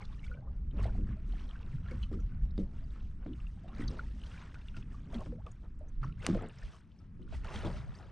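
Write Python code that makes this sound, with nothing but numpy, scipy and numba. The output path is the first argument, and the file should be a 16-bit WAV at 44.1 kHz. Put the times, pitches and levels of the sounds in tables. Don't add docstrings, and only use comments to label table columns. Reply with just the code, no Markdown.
import sys
import numpy as np
from scipy import signal
from scipy.fft import rfft, irfft, next_fast_len
from scipy.io import wavfile
from scipy.ndimage import uniform_filter1d
from numba import njit

SR = 44100
rng = np.random.default_rng(int(sys.argv[2]) if len(sys.argv) > 2 else 0)


def to_wav(sig):
    pcm = np.clip(np.atleast_2d(sig), -1, 1) * 32767
    pcm = np.round(pcm).astype(np.int16)
    wavfile.write(sys.argv[1], SR, pcm.T)


def volts(x):
    e = np.asarray(x, float) / 20
    return 10 ** e


N = 357853


def curve(table):
    s, *columns = np.transpose(table)
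    return [np.interp(np.arange(N) / SR, s, c) for c in columns]


def colour(x, points, lo_hz=0., hi_hz=1e5, tilt_db=0.):
    n = next_fast_len(len(x))
    hz = np.fft.rfftfreq(n, 1 / SR) + 1
    p = np.array(points)
    edge = np.sqrt(1 / (1 + (lo_hz / hz) ** 8) / (1 + (hz / hi_hz) ** 8))
    db = np.interp(np.log(hz), np.log(p[:, 0]), p[:, 1]) + tilt_db * np.log2(hz / 1000)
    return irfft(rfft(x, n) * volts(db) * edge, n)[:len(x)]


def unit(x):
    return x / np.sqrt(np.mean(x ** 2))


def even(x, s, share):
    return unit(x / (uniform_filter1d(x ** 2, int(s * SR)) + 1e-18) ** (share / 2))


def walk(rate):
    k = int(SR / rate)
    held = np.repeat(rng.standard_normal(N // k + 1), k)
    return 1.2 * uniform_filter1d(uniform_filter1d(held, k), k)[:N]


@njit
def ring(n, sr, s, size, hz, t60, rise, onset):
    out = np.zeros(n)
    for e in range(len(s)):
        i, z, open_ = int(s[e] * sr), size[e] + 0j, 0.
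        w = 2 * np.pi * hz[e] / sr
        fade = np.exp(-6.9 / (t60[e] * sr))
        climb = 2 ** (rise[e] / sr)
        for k in range(max(i, 0), min(i + int(.8 * t60[e] * sr), n)):
            z *= fade * np.exp(1j * w)
            w = min(w * climb, 2.8)
            open_ += (1 - open_) / (1 + onset[e] * sr)
            out[k] += open_ * z.imag
    return out


def swarm(count, lo_hz, hi_hz, cycles, spread_db, rise):
    u = rng.random((count, 3))
    hz = lo_hz * (hi_hz / lo_hz) ** u[:, 1]
    t60 = cycles / hz
    size = volts(spread_db * np.minimum(-np.log(1 - u[:, 2]), 3.)) * hz
    return unit(ring(N, float(SR), u[:, 0] * N / SR, size, hz, t60, rise / t60, 2.5 / hz))


def swells(s, db, rise, fall):
    t = np.arange(0, N / SR + .002, .001)
    u = t - s[:, None]
    span = np.where(u < 0, rise[:, None], fall[:, None])
    power = volts(2 * db[:, None] - 40 * np.abs(u) / span).sum(axis=0)
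    return np.interp(np.arange(N) / SR, t, 10 * np.log10(uniform_filter1d(power, size=9) + 1e-14))


# (time [s], rumble level [dB], flutter level [dB], hull drumming level [dB])
GUSTS = [(0.0, -43, -54.5, -58.5), (0.38, -46, -55, -62), (0.99, -40, -44.5, -47),
         (1.53, -45, -57.5, -56.5), (1.83, -44, -50.5, -59.5), (2.48, -39.5, -49, -55.5),
         (2.96, -44, -55, -57), (3.41, -45, -54, -60.5), (3.66, -50.5, -56, -54), (3.84, -39, -57.5, -52),
         (3.97, -44, -56, -55), (4.4, -53.5, -55, -60), (4.7, -45.5, -57, -59.5), (5.19, -47, -55.5, -54),
         (5.44, -50, -56.5, -62), (5.76, -48, -60, -60), (6.05, -46.5, -56, -61.5),
         (6.25, -49, -52.5, -57.5), (6.44, -55, -57.5, -68.5), (6.75, -68.5, -59.5, -64),
         (7.09, -56.5, -59, -59.5), (7.45, -43, -53.5, -59.5), (7.75, -62.5, -53.5, -56.5),
         (8.11, -57.5, -58, -63.5)]
# (frequency [Hz], relative density [dB])
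RUMBLE_SPECTRUM = [(8.8, -25), (15, 3), (43, -4), (60, -3.5), (95, -10), (129, -11.5), (197, -11),
                   (362, -27), (439, -30), (700, -38), (910, -68), (1540, -120)]


def wind():
    rumble_db, flutter_db, _ = curve(GUSTS)
    heave = even(colour(rng.standard_normal(N), RUMBLE_SPECTRUM, hi_hz=78.0), 0.44, 0.29)
    flutter = even(colour(rng.standard_normal(N), RUMBLE_SPECTRUM, 70., 151.0), 0.1, 0.27)
    flutter_gain = volts(flutter_db + 7.0 + 2.4 * walk(9))
    return volts(rumble_db + 5.0) * heave + flutter_gain * flutter


# (time [s], rms level at the peak [dB], central pitch [Hz], length at half amplitude [s])
EDDIES = [(0.02, -44, 122, 0.034), (0.525, -39, 51.3, 0.13), (0.564, -40.5, 41.05, 0.15),
          (0.689, -39.5, 51.4, 0.028), (0.826, -30.5, 51, 0.14), (0.846, -36, 98.4, 0.072),
          (0.938, -34.5, 91.2, 0.039), (0.939, -34.5, 40, 0.25), (1.021, -32, 40.9, 0.057),
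          (1.207, -41.5, 42, 0.61), (1.34, -31, 40, 0.071), (1.752, -31, 106, 0.026),
          (2.017, -34, 41.57, 0.15), (2.19, -37, 89.8, 0.034), (2.228, -31.5, 36.04, 0.07),
          (2.445, -26, 48.2, 0.03), (2.446, -35, 87.3, 0.021), (2.572, -35, 44.1, 0.032),
          (2.588, -40.5, 125.2, 0.061), (2.93, -35, 35.47, 0.056), (3.229, -34, 36.4, 0.043),
          (3.46, -34, 42.56, 0.077), (3.866, -32.5, 45, 0.051), (3.867, -42, 107, 0.11),
          (4.07, -40.5, 50.2, 0.29), (4.239, -38, 35.63, 0.035), (5.304, -35, 45.7, 0.058),
          (5.999, -29, 32, 0.059), (6.057, -36, 122, 0.082), (6.082, -45.5, 36.23, 0.13),
          (6.333, -45, 123.4, 0.02), (6.361, -33, 36.4, 0.093), (6.412, -43, 128, 0.09),
          (6.647, -34, 32.63, 0.033), (7.379, -38, 46.7, 0.064), (7.523, -43, 41, 0.048),
          (7.56, -40.5, 108, 0.027), (7.674, -37, 131.6, 0.06), (7.707, -38.5, 51.7, 0.16)]


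def buffets():
    out = np.zeros(N)
    turns = np.cumsum(2 ** (0.32 * walk(30))) / SR
    t = np.arange(N) / SR
    for (s, db, hz, length), start in zip(EDDIES, rng.random(len(EDDIES))):
        near = slice(max(int((s - 2 * length) * SR), 0), int((s + 2 * length) * SR))
        envelope = .5 ** ((2 * (t[near] - s) / length) ** 2)
        tone = np.sin(2 * np.pi * (hz * turns[near] + start))
        out[near] += np.sqrt(2) * volts(db) * envelope * tone
    return out


def surge():
    push = rng.standard_normal(N) * volts(1.8 * walk(16))
    return volts(curve(GUSTS)[2] + 2.5) * unit(colour(push, RUMBLE_SPECTRUM, 177.0, 400.0))


# (crest time [s], fizz level [dB], rise [s], fall [s], spray over fizz [dB])
LAP_SWELLS = [(0.021, -57.5, 0.053, 0.064, -11.5), (0.053, -70, 0.03, 0.074, 4),
              (.13, -65, 0.14, 0.24, -5.5), (.25, -67, 0.068, 0.046, 1.5), (0.311, -66, 0.081, 0.16, -9),
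              (.55, -79, 0.55, 0.68, -7), (.8, -53, 0.052, 0.13, -13), (.84, -57, 0.1, 0.11, -4.5),
              (.97, -68, 0.18, 0.22, -6.5), (1.08, -62, 0.034, 0.11, -14), (1.12, -66, .04, 0.032, -14),
              (1.4, -65.5, 0.29, 0.33, -1.5), (1.58, -64, 0.87, 0.61, -13.5), (1.75, -70.5, 0.41, 0.17, -2),
              (1.91, -59.5, 0.15, 0.24, -7.5), (2.03, -68.5, 0.053, 0.1, 1.5),
              (2.13, -61.5, 0.033, 0.08, -5.5), (2.2, -69, 0.044, 0.33, -7),
              (2.33, -71.5, 0.063, 0.56, -24), (2.43, -74, 0.05, 0.12, 0), (2.6, -71.5, 0.071, 0.08, 5),
              (2.78, -67.5, 0.17, 0.14, -6), (2.97, -69, 0.33, 0.44, -4), (3.228, -64, 0.024, 0.045, -23),
              (3.27, -67.5, 0.034, 0.067, -18), (3.41, -71.5, 0.44, 0.77, -4),
              (3.62, -80.5, 0.4, 0.55, 2.5), (3.812, -54.5, 0.13, 0.14, -6.5),
              (3.901, -61, 0.038, 0.29, -2.5), (4.0, -59, 0.069, 0.091, -9.5), (4.12, -86, 0.27, 0.16, -5),
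              (4.27, -66.5, 0.44, 0.31, 2), (4.42, -59.5, 0.4, 0.32, -7.5), (4.56, -69, 0.11, 0.59, -7),
              (4.68, -71, 0.21, 0.17, -0.5), (4.77, -59, 0.033, 0.085, -3.5), (4.95, -67, 0.21, 0.88, -8),
              (5.149, -53.5, 0.064, 0.07, -5.5), (5.23, -66, 0.13, 0.13, 0), (5.47, -73, 0.053, 0.45, -4),
              (5.64, -64.5, 0.017, 0.053, -28), (5.89, -76.5, 0.15, 0.32, -7),
              (6.035, -59.5, 0.032, 0.11, -9), (6.252, -51, 0.082, 0.23, -4.5),
              (6.39, -57, 0.15, 0.12, -22), (6.44, -59, 0.071, 0.12, -19), (6.63, -63, 0.37, 0.26, -4),
              (6.749, -63.5, 0.29, 0.13, -3.5), (7.0, -79, 0.38, 0.26, -5), (7.23, -75, 0.11, 0.048, -4),
              (7.341, -57.5, 0.085, 0.089, -3.5), (7.45, -53.5, 0.022, 1, -11.5),
              (7.57, -52, 0.17, 0.14, -1.5), (7.66, -49.5, 0.18, 0.12, -8), (7.77, -63.5, 0.14, 0.11, 2.5),
              (8.0, -70.5, 0.26, 0.33, -3)]
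# (crest time [s], level [dB], rise [s], fall [s])
SLOSH_SWELLS = [(.43, -63.5, 0.2, 0.36), (.86, -48.5, 0.083, 0.11), (.99, -65, 0.24, 0.043),
                (2.66, -68.5, 0.35, 0.76), (3.7, -60, 0.15, 0.1), (3.91, -61.5, 0.036, 0.59),
                (4.56, -67, 0.027, 0.027), (5.15, -54, 0.064, 0.079), (5.219, -46, 0.053, 0.033),
                (5.398, -67, 0.44, 0.094), (5.47, -54, 0.018, 0.045), (5.83, -62, 0.054, 0.1),
                (6.28, -41, 0.024, 0.038), (6.37, -51, 0.071, 0.017), (6.439, -42.5, 0.064, 0.014),
                (7.2, -78, 0.13, 0.18), (7.34, -48, 0.024, 0.02), (7.45, -53.5, 0.019, 0.15),
                (7.56, -69, 0.15, .2), (7.66, -44.5, 0.056, 0.095), (8.04, -63.5, 0.14, 0.51)]
# (frequency [Hz], relative density [dB])
FIZZ_SPECTRUM = [(210, -33.5), (350, 7.5), (480, 1), (600, 1.5), (770, -2), (1330, 0), (1670, -3),
                 (2510, -9), (3140, -12.5), (5290, -21.5), (7110, -24.5), (8650, -21.5), (10100, -34),
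                 (11500, -42), (13500, -45), (16000, -79)]


def wash():
    s, db, rise, fall, bright_db = np.transpose(LAP_SWELLS)
    fizz_db = swells(s, db, rise, fall)
    spray_db = swells(s, db + bright_db, 0.81 * rise, 0.89 * fall)
    carried = np.transpose([s, db - 4.5 - 0.28 * bright_db, rise, fall])
    slosh_db = swells(*np.vstack([carried, SLOSH_SWELLS]).T)
    snaps = swarm(count=500, lo_hz=1950.0, hi_hz=7000., cycles=2.4, spread_db=0.5, rise=0.)
    out = volts(spray_db - 8.5) * unit(colour(snaps, FIZZ_SPECTRUM, 1400.0))
    blips = swarm(count=3200, lo_hz=800., hi_hz=4500., cycles=18., spread_db=3.2, rise=.2)
    out += volts(fizz_db - 2) * unit(colour(blips, FIZZ_SPECTRUM, 700., 5500., tilt_db=3.))
    big = swarm(count=700, lo_hz=350., hi_hz=1002.0, cycles=31.0, spread_db=4.0, rise=0.32)
    small = swarm(count=2200, lo_hz=796.0, hi_hz=3300.0, cycles=30.0, spread_db=2.0, rise=0.27)
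    fine = swarm(count=2500, lo_hz=2500., hi_hz=6000., cycles=50., spread_db=2.0, rise=.4)
    finest = swarm(count=2500, lo_hz=5000., hi_hz=12600.0, cycles=78.0, spread_db=3.0, rise=0.47)
    for near_db, far_db, lo, hi, cloud, hiss in (
            (slosh_db, -82, 400., 900., big, .8),
            (fizz_db - 1.5, -78, 900., 2800., small, .45),
            (spray_db - 1.5, -89, 2800., 5600., fine, .5),
            (spray_db - 6.5, -94, 5600., 3e4, finest, .5)):
        bed = hiss * rng.standard_normal(N) * volts(3.07 * walk(20) + 1.6 * walk(140))
        bubbles = 0.42 * cloud * np.sqrt(4 * lo / SR)
        level = np.hypot(volts(near_db), volts(far_db))
        out += level * unit(colour(bed + bubbles, FIZZ_SPECTRUM, lo, hi))
    return out


# (start time [s], length [s], first pitch [Hz], last pitch [Hz], level [dB], bend [1])
AIR_POCKETS = [(.004, 0.028, 1020, 1450, -49.5, 2.9), (0.295, 0.14, 500, 687, -58, 2.9),
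               (3.635, 0.036, 740, 610, -54, 0.56), (3.696, 0.053, 930, 1256, -55, 0.44),
               (5.344, .086, 440, 1500, -51, 2.1), (5.463, 0.027, 1300, 1005, -48, 0.66),
               (6.337, 0.048, 640, 515, -38.5, 0.92), (6.4, 0.072, 848, 402, -54, 1.15)]


def gurgles():
    out = np.zeros(N)
    t = np.arange(N) / SR
    for s, length, first_hz, last_hz, db, bend in AIR_POCKETS:
        u = np.clip((t - s) / length, 0, 1)
        hz = first_hz * (last_hz / first_hz) ** (u ** bend)
        gate = np.clip(np.minimum(u * length / 0.0046, (1 - u) / .14), 0, 1)
        roughness = (0.5 + 0.52 * walk(260)) * volts(2.0 * walk(99))
        phase = 2 * np.pi * np.cumsum(hz * 2 ** (0.0604 * walk(150))) / SR
        out += np.sqrt(2) * gate * roughness * volts(db) * np.sin(phase)
    return out


# (time [s], level before onset and flutter [dB], starting pitch [Hz], main tone's t60 [s])
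BUBBLES = [(0.005, -40, 1013, 0.03), (.012, -46.5, 814, 0.068), (0.022, -39, 2200, 0.019),
           (.1, -56, 860, 0.045), (0.122, -56, 1110, 0.077), (.145, -61, 1570, .03), (.165, -59, 1200, .04),
           (.18, -57.5, 1790, 0.033), (0.231, -51, 2160, 0.045), (.24, -45.5, 2255, 0.051),
           (.264, -54, 1450, 0.06), (0.314, -43, 1433, 0.096), (0.349, -40, 510, 0.032),
           (.358, -53, 1060, 0.033), (0.372, -54.5, 1520, 0.097), (0.387, -40, 620, 0.03),
           (.425, -55, 796, 0.086), (0.47, -50, 1060, 0.046), (.478, -49, 1190, 0.035),
           (.81, -39, 1090, 0.026), (.8435, -46, 2120, .02), (0.855, -25, 660, 0.029),
           (.876, -49, 1730, 0.033), (.894, -47, 1440, 0.033), (0.951, -38.5, 730, 0.03),
           (1.09, -54, 1690, 0.033), (1.11, -52, 1085, .04), (1.125, -56, 2130, 0.028),
           (1.167, -51.5, 618, 0.11), (1.336, -44.5, 730, 0.02), (1.506, -50, 1250, 0.044),
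           (1.557, -42, 1540, 0.025), (1.86, -47.5, 1364, 0.063), (1.885, -39.5, 1670, 0.019),
           (1.912, -47, 2190, 0.037), (1.914, -42.5, 502, 0.12), (2.059, -52, 1210, .02),
           (2.135, -50, 1220, 0.043), (2.19, -52.5, 1350, 0.053), (2.319, -50, 1470, 0.038),
           (2.815, -55, 640, 0.13), (2.96, -58.5, 1310, .07), (3.392, -53.5, 1214, 0.073),
           (3.573, -54, 790, 0.049), (3.69, -43, 756, 0.048), (3.73, -50, 1360, .025),
           (3.763, -51, 2040, .02), (3.788, -45, 2160, 0.014), (3.806, -43, 1300, 0.028),
           (3.809, -43, 2150, 0.018), (3.821, -44, 1930, 0.046), (3.89, -44, 1160, .025),
           (3.94, -47, 1000, .02), (3.952, -54, 2400, .02), (3.989, -37, 1170, .015),
           (3.993, -30, 1410, 0.032), (4.028, -51, 895, 0.079), (4.226, -59, 1500, .02),
           (4.287, -49, 1150, .02), (4.342, -46, 1470, 0.025), (4.374, -46, 1650, .015),
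           (4.378, -47, 2360, 0.025), (4.388, -46, 1040, .02), (4.408, -47, 1250, 0.018),
           (4.425, -48, 1010, .03), (4.476, -50, 1790, 0.022), (4.555, -43, 1430, 0.036),
           (4.744, -48, 1450, 0.05), (4.765, -48, 1380, 0.058), (4.944, -45, 1150, 0.039),
           (5.131, -42, 647, 0.091), (5.209, -44, 1060, 0.071), (5.21, -46, 630, 0.046),
           (5.324, -38, 485, 0.093), (5.472, -61, 825, 0.033), (5.809, -41.5, 599, 0.072),
           (6.0308, -26.5, 1260, 0.014), (6.036, -40, 1350, 0.039), (6.0435, -30.5, 1110, 0.017),
           (6.065, -50, 1290, 0.1), (6.095, -52, 1335, 0.08), (6.201, -50, 2100, 0.027),
           (6.243, -33.5, 500, 0.039), (6.265, -23.5, 680, 0.026), (6.265, -32, 1940, 0.018),
           (6.354, -23.5, 530, 0.027), (6.39, -44, 1290, 0.06), (6.418, -47, 875, .03),
           (6.425, -53, 2000, .03), (6.452, -51, 2110, .025), (6.625, -45, 1770, .025),
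           (6.745, -53, 1106, 0.068), (7.002, -63.5, 1290, 0.11), (7.277, -54, 1400, 0.035),
           (7.325, -35.5, 650, 0.031), (7.35, -48, 1980, 0.022), (7.446, -37, 1370, 0.018),
           (7.447, -40, 890, 0.034), (7.49, -37, 1030, .03), (7.541, -48, 850, 0.027),
           (7.598, -41.5, 1440, .06), (7.634, -32, 508, 0.038), (7.739, -49, 586, 0.31),
           (7.916, -59, 760, 0.15), (7.945, -52.5, 1730, 0.057), (7.997, -44.5, 810, 0.041),
           (8.006, -50, 1290, 0.033)]


def plops():
    s, db, hz, t60 = np.transpose(BUBBLES)
    scatter = rng.standard_normal((len(s), 4))
    rise = 1.7 + 0 * s
    out = ring(N, float(SR), s, volts(db), hz, t60, rise, 1.1 / hz)
    for k in range(2):
        late = 0.0077 * np.abs(scatter[:, 2 + k])
        near_hz = hz * (1 + 0.079 * scatter[:, k])
        out += ring(N, float(SR), s + late, volts(db - 6), near_hz, 0.61 * t60, rise, 12.0 / hz)
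    return out * (1 + 0.3 * walk(250))


# (time [s], reference level [dB], reference pitch [Hz], reference decay [s])
SPRAY = [(0.049, -51, 3520, 0.043), (.051, -48, 4230, 0.018), (0.013, -50, 4300, .02),
         (0.04, -58, 4340, 0.036), (.078, -58, 3700, .02), (0.09, -55, 2720, .02),
         (0.119, -62, 4320, 0.013), (0.144, -51, 2400, .02), (.16, -64, 3300, 0.017),
         (0.193, -50, 2920, 0.035), (0.243, -41, 2700, 0.023), (0.2637, -52, 3370, 0.034),
         (0.279, -45, 2160, 0.027), (0.337, -55, 2320, 0.066), (0.567, -60, 4500, .01),
         (0.708, -59, 3120, 0.06), (0.7962, -45.5, 2670, 0.044), (1.322, -45.5, 3100, 0.018),
         (1.396, -33, 3020, 0.0073), (1.438, -51, 3260, 0.014), (1.454, -55, 3320, 0.024),
         (1.489, -46, 3170, 0.026), (1.509, -42.5, 3170, 0.018), (1.559, -50, 2680, 0.022),
         (1.6283, -45, 2650, 0.02), (1.7137, -53, 2680, 0.037), (1.756, -55, 3300, 0.022),
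         (2.027, -42.5, 3010, 0.1), (2.029, -52, 4440, 0.028), (2.201, -63.5, 5880, 0.061),
         (2.506, -54, 3800, 0.021), (2.578, -36, 3700, 0.013), (2.84, -60, 4760, 0.025),
         (2.904, -57.5, 3770, 0.024), (3.0051, -54, 2680, .025), (3.331, -49.5, 2950, 0.04),
         (3.4014, -50, 2670, 0.026), (3.467, -47, 2740, 0.025), (3.681, -56, 2730, 0.063),
         (3.7479, -54, 4620, 0.024), (3.7834, -57, 4650, 0.019), (3.878, -37, 4540, 0.031),
         (3.8823, -40.5, 3880, 0.031), (3.88, -50, 5660, 0.013), (3.912, -55, 5200, .025),
         (4.235, -39, 2990, 0.017), (4.214, -50, 3120, 0.036), (4.263, -47, 3200, .03),
         (4.267, -55, 4600, .02), (4.4, -58, 5000, .02), (4.437, -56, 2900, .015), (4.46, -52, 3200, 0.022),
         (4.314, -46, 2790, 0.037), (4.544, -43, 2500, 0.02), (4.614, -52, 2660, 0.044),
         (4.6833, -38.5, 2790, 0.022), (4.741, -49, 2560, .04), (4.7662, -46, 2650, 0.034),
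         (4.824, -44.5, 2580, 0.022), (5.1435, -39, 3300, 0.025), (5.464, -40.5, 2590, 0.018),
         (5.515, -54, 6740, 0.032), (5.791, -57.5, 7440, 0.0087), (5.884, -59, 6100, 0.037),
         (6.0328, -56, 3900, 0.0099), (6.046, -57, 5760, .025), (6.046, -56, 2900, 0.012),
         (6.08, -57, 2800, 0.01), (6.112, -60, 2420, .015), (6.1232, -49.5, 2860, 0.022),
         (6.221, -42, 2840, 0.026), (6.246, -31, 2600, 0.021), (6.2678, -42, 5100, 0.0082),
         (6.421, -55, 7560, 0.017), (6.4856, -51.5, 8040, 0.016), (6.495, -39, 2780, 0.014),
         (6.586, -44.5, 5280, 0.011), (6.723, -48.5, 2860, 0.021), (6.916, -61, 3070, 0.032),
         (6.989, -62.5, 5470, 0.026), (7.224, -53.5, 3060, 0.025), (7.3397, -44.5, 2570, 0.026),
         (7.45, -45, 3460, 0.011), (7.47, -44, 2480, 0.022), (7.5453, -34, 2090, 0.02),
         (7.5588, -33, 3200, 0.022), (7.761, -43, 2720, 0.026), (7.948, -51, 2600, .012),
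         (7.951, -44, 4670, 0.016), (7.987, -53, 5380, 0.017), (8.021, -65, 2860, .02)]


def ticks():
    s, db, hz, t60 = np.transpose(SPRAY)
    scatter = rng.standard_normal((len(s), 12))
    out = ring(N, float(SR), s, volts(db - 1), hz, .8 * t60, 0 * s, 5.1 / hz)
    for k in range(6):
        octaves = .4 * np.minimum(np.abs(scatter[:, k]), 1.6) - .2
        near_hz = np.clip(hz * 2 ** octaves, 500, 9300)
        late = 0.0031 * np.abs(scatter[:, 6 + k])
        out += ring(N, float(SR), s + late, volts(db - 4.0), near_hz, 0.39 * t60, 0 * s, 4.2 / hz)
    out *= 1 + 0.28 * walk(900)
    return out + ring(N, float(SR), s, volts(db - 8.5), 0.41 * hz, 2.6 / hz, 0 * s, 0 * s)


# (time [s], level before trim [dB], t60 [s], brightness [dB per octave])
HULL_BURSTS = [(.314, -54, .015, 2), (0.796, -37, 0.023, -4), (0.83, -47, 0.017, 16),
               (.8435, -36, 0.016, 2), (1.0725, -51, 0.018, -1.5), (1.912, -47.5, 0.02, 6),
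               (2.115, -62, 0.019, 10), (2.579, -39.5, 0.028, 0), (3.226, -53, 0.014, -7),
               (3.2637, -28, 0.014, -5.5), (3.6808, -46.5, 0.048, -0.5), (4.681, -53, 0.008, -2),
               (7.218, -53, 0.013, 1), (4.544, -42.5, 0.056, 1), (5.129, -43, 0.036, -2),
               (5.144, -50, 0.027, 10), (5.207, -54, 0.026, 12), (5.261, -38, 0.074, -2.5),
               (5.322, -48, 0.025, -1.5), (5.465, -49, 0.014, 4), (4.7673, -44.5, 0.028, 3),
               (6.032, -47, 0.056, 0.5), (6.2658, -13.5, 0.014, 7), (6.288, -37, 0.018, 3),
               (6.299, -31, .015, 0), (6.313, -43, .02, -1.5), (6.325, -39, 0.02, -4.5),
               (6.348, -32, 0.029, -0.5), (7.446, -42.5, 0.032, 3), (7.541, -32.5, 0.058, -0.5),
               (7.559, -30, 0.027, 0)]


def bursts():
    out = np.zeros(N)
    t = np.arange(-1024, 7168) / SR
    for s, db, t60, tilt_db in HULL_BURSTS:
        decay = volts(-60 * np.abs(t) / np.where(t > 0, t60, .002))
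        burst = rng.standard_normal(len(t)) * decay
        burst[t == 0] += 9.
        burst = colour(burst, FIZZ_SPECTRUM, 280.0, 10000.0, tilt_db=tilt_db)
        i = int((s + t[0]) * SR)
        out[i:i + len(t)] += volts(db - 7.0) * burst / np.sqrt(np.sum(burst ** 2) / (0.056 * t60 * SR))
    return out


# (time [s], level before trim [dB], length of the push [s],
# brightness [dB per octave], highest pitch driven [Hz])
WAVE_SLAPS = [(0.734, -39.5, 0.033, 9.5, 436), (0.985, -34, 0.024, 11.5, 438),
              (1.09, -27.5, 0.039, -16, 316), (1.912, -37.5, 0.056, -0.5, 650),
              (2.115, -31.5, 0.071, 8, 398), (2.579, -23.5, 0.052, 0.5, 624), (3.261, -32, 0.072, 3.5, 360),
              (3.795, -30, 0.045, 4, 450), (3.856, -36, 0.047, -9, 400), (3.895, -38.5, 0.072, 3.5, 650),
              (4.772, -35.5, 0.057, -16, 350), (5.15, -26, 0.042, -5, 324), (5.269, -34.5, 0.083, -10, 408),
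              (6.051, -34, 0.046, -12, 300), (6.268, -31, .015, 0, 600), (6.288, -15.5, 0.028, -3.5, 380),
              (6.327, -22.5, 0.049, -6.5, 400), (6.353, -27, 0.034, -4, 600),
              (6.412, -33.5, 0.065, 3.5, 596), (7.195, -43, 0.088, -1, 490), (7.336, -37, 0.02, -12, 605),
              (7.551, -35.5, 0.052, -4, 450), (7.648, -25.5, 0.039, -9.5, 450),
              (7.712, -37.5, 0.033, -22, 330), (7.77, -36, 0.038, -23, 324)]
# (frequency [Hz], width of one resonator stage [Hz], gain [dB])
HULL_MODES = [(122.7, 29, -3.5), (186.5, 38.3, 2), (234.6, 71, 2.5), (300, 51, 0), (358, 54, -2.5),
              (450, 44, -4), (535.5, 34, -4.5), (650, 110, -16.5)]


def slaps():
    out = np.zeros(N)
    n = 16384
    u, hz = np.arange(n) / SR, np.fft.rfftfreq(n, 1 / SR) + 1
    for s, db, length, tilt_db, top_hz in WAVE_SLAPS:
        load = 1 + .05 * rng.standard_normal(len(HULL_MODES))
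        modes = []
        for (f, width, gain_db), k in zip(HULL_MODES, load):
            detuning = (hz / (f * k) - f * k / hz) * f / width
            modes.append(volts(gain_db) / (1 + 1j * detuning) ** 2)
        resonant = irfft(rfft(rng.standard_normal(n)) * sum(modes), n)
        push = even(rng.standard_normal(n) + 3 * resonant, 0.0092, .6) * np.exp(-(u / length) ** 3)
        push[:40] += 4.2 * np.hanning(40)
        shell = 0
        for (f, _, _), mode in zip(HULL_MODES, modes):
            shell = shell + volts(tilt_db * np.log2(f / 200)) * mode / (1 + (f / top_hz) ** 6)
        blow = irfft(rfft(push) * shell, n)
        blow *= volts(db - 9.5) / np.sqrt(np.sum(blow ** 2) / (length * SR))
        i = int(s * SR)
        out[i:i + n] += blow[:N - i]
    return out


# (time [s], level before flutter [dB])
PORT_GUSTS = [(0, -100), (5.84, -100), (5.86, -75), (6.0, -57), (6.12, -65), (6.25, -52), (6.4, -55),
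              (6.55, -70), (6.64, -47), (6.69, -48), (6.75, -63.5), (7.05, -68.5), (7.2, -47.5),
              (7.38, -43), (7.46, -59), (7.58, -43), (7.78, -49), (7.92, -46), (8.11, -60)]
# (frequency [Hz], relative density [dB])
PORT_SPECTRUM = [(10, -18), (25, 2.5), (60, -3.5), (100, -13.5), (150, -26), (300, -34.5), (700, -52),
                 (1500, -87.5)]


def port_wind():
    rumble = unit(colour(rng.standard_normal(N), PORT_SPECTRUM))
    return rumble * volts(curve(PORT_GUSTS)[0] + 2.5 * walk(18))


# (time [s], width gain [dB], left minus right level of mid [dB])
IMAGE = [(0, -60.5, 0), (5.8, -60.5, 0), (5.9, -13.5, -1.5), (6.3, -10.5, 0), (6.7, -15.5, 0.5),
         (7.0, 6.5, 2), (7.3, -3, -1), (8.11, -1, 1.5)]
# (frequency [Hz], gain [dB])
SIDE_SPECTRUM = [(190, -18.5), (330, -14), (570, -16), (1010, -18.5), (1770, -19.5), (3120, -20.5),
                 (5490, -11), (9650, -0.5)]


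def scene():
    water = surge() + wash() + gurgles() + plops() + ticks() + bursts() + slaps()
    mid = wind() + buffets() + water
    width_db, pan_db = curve(IMAGE)
    slope = np.gradient(water) * SR / (2 * np.pi * 1000)
    lagged = colour(slope, [(20, 0.0038), (20000, 0.0043)], 340., tilt_db=-5.5)
    side = volts(width_db) * colour(lagged, SIDE_SPECTRUM) + port_wind()
    return np.array([mid * volts(pan_db / 2) + side, mid * volts(-pan_db / 2) - side])


def roll_off(x):
    return signal.sosfilt(signal.butter(12, 13650, fs=SR, output="sos"), x)


# (frequency [Hz], gain [dB])
HOUSING = [(4300, -2.5), (5200, 1.5), (5900, 0.5), (6400, 0), (6900, -3), (7600, -4.5), (8400, -5),
           (9100, -5.5), (9800, -4.5)]


def record(dry):
    coloured = np.array([colour(channel, HOUSING) for channel in dry])
    heard = coloured + volts(-104) * rng.standard_normal(dry.shape)
    return roll_off(heard)


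dry = scene()
out = record(dry)
to_wav(out)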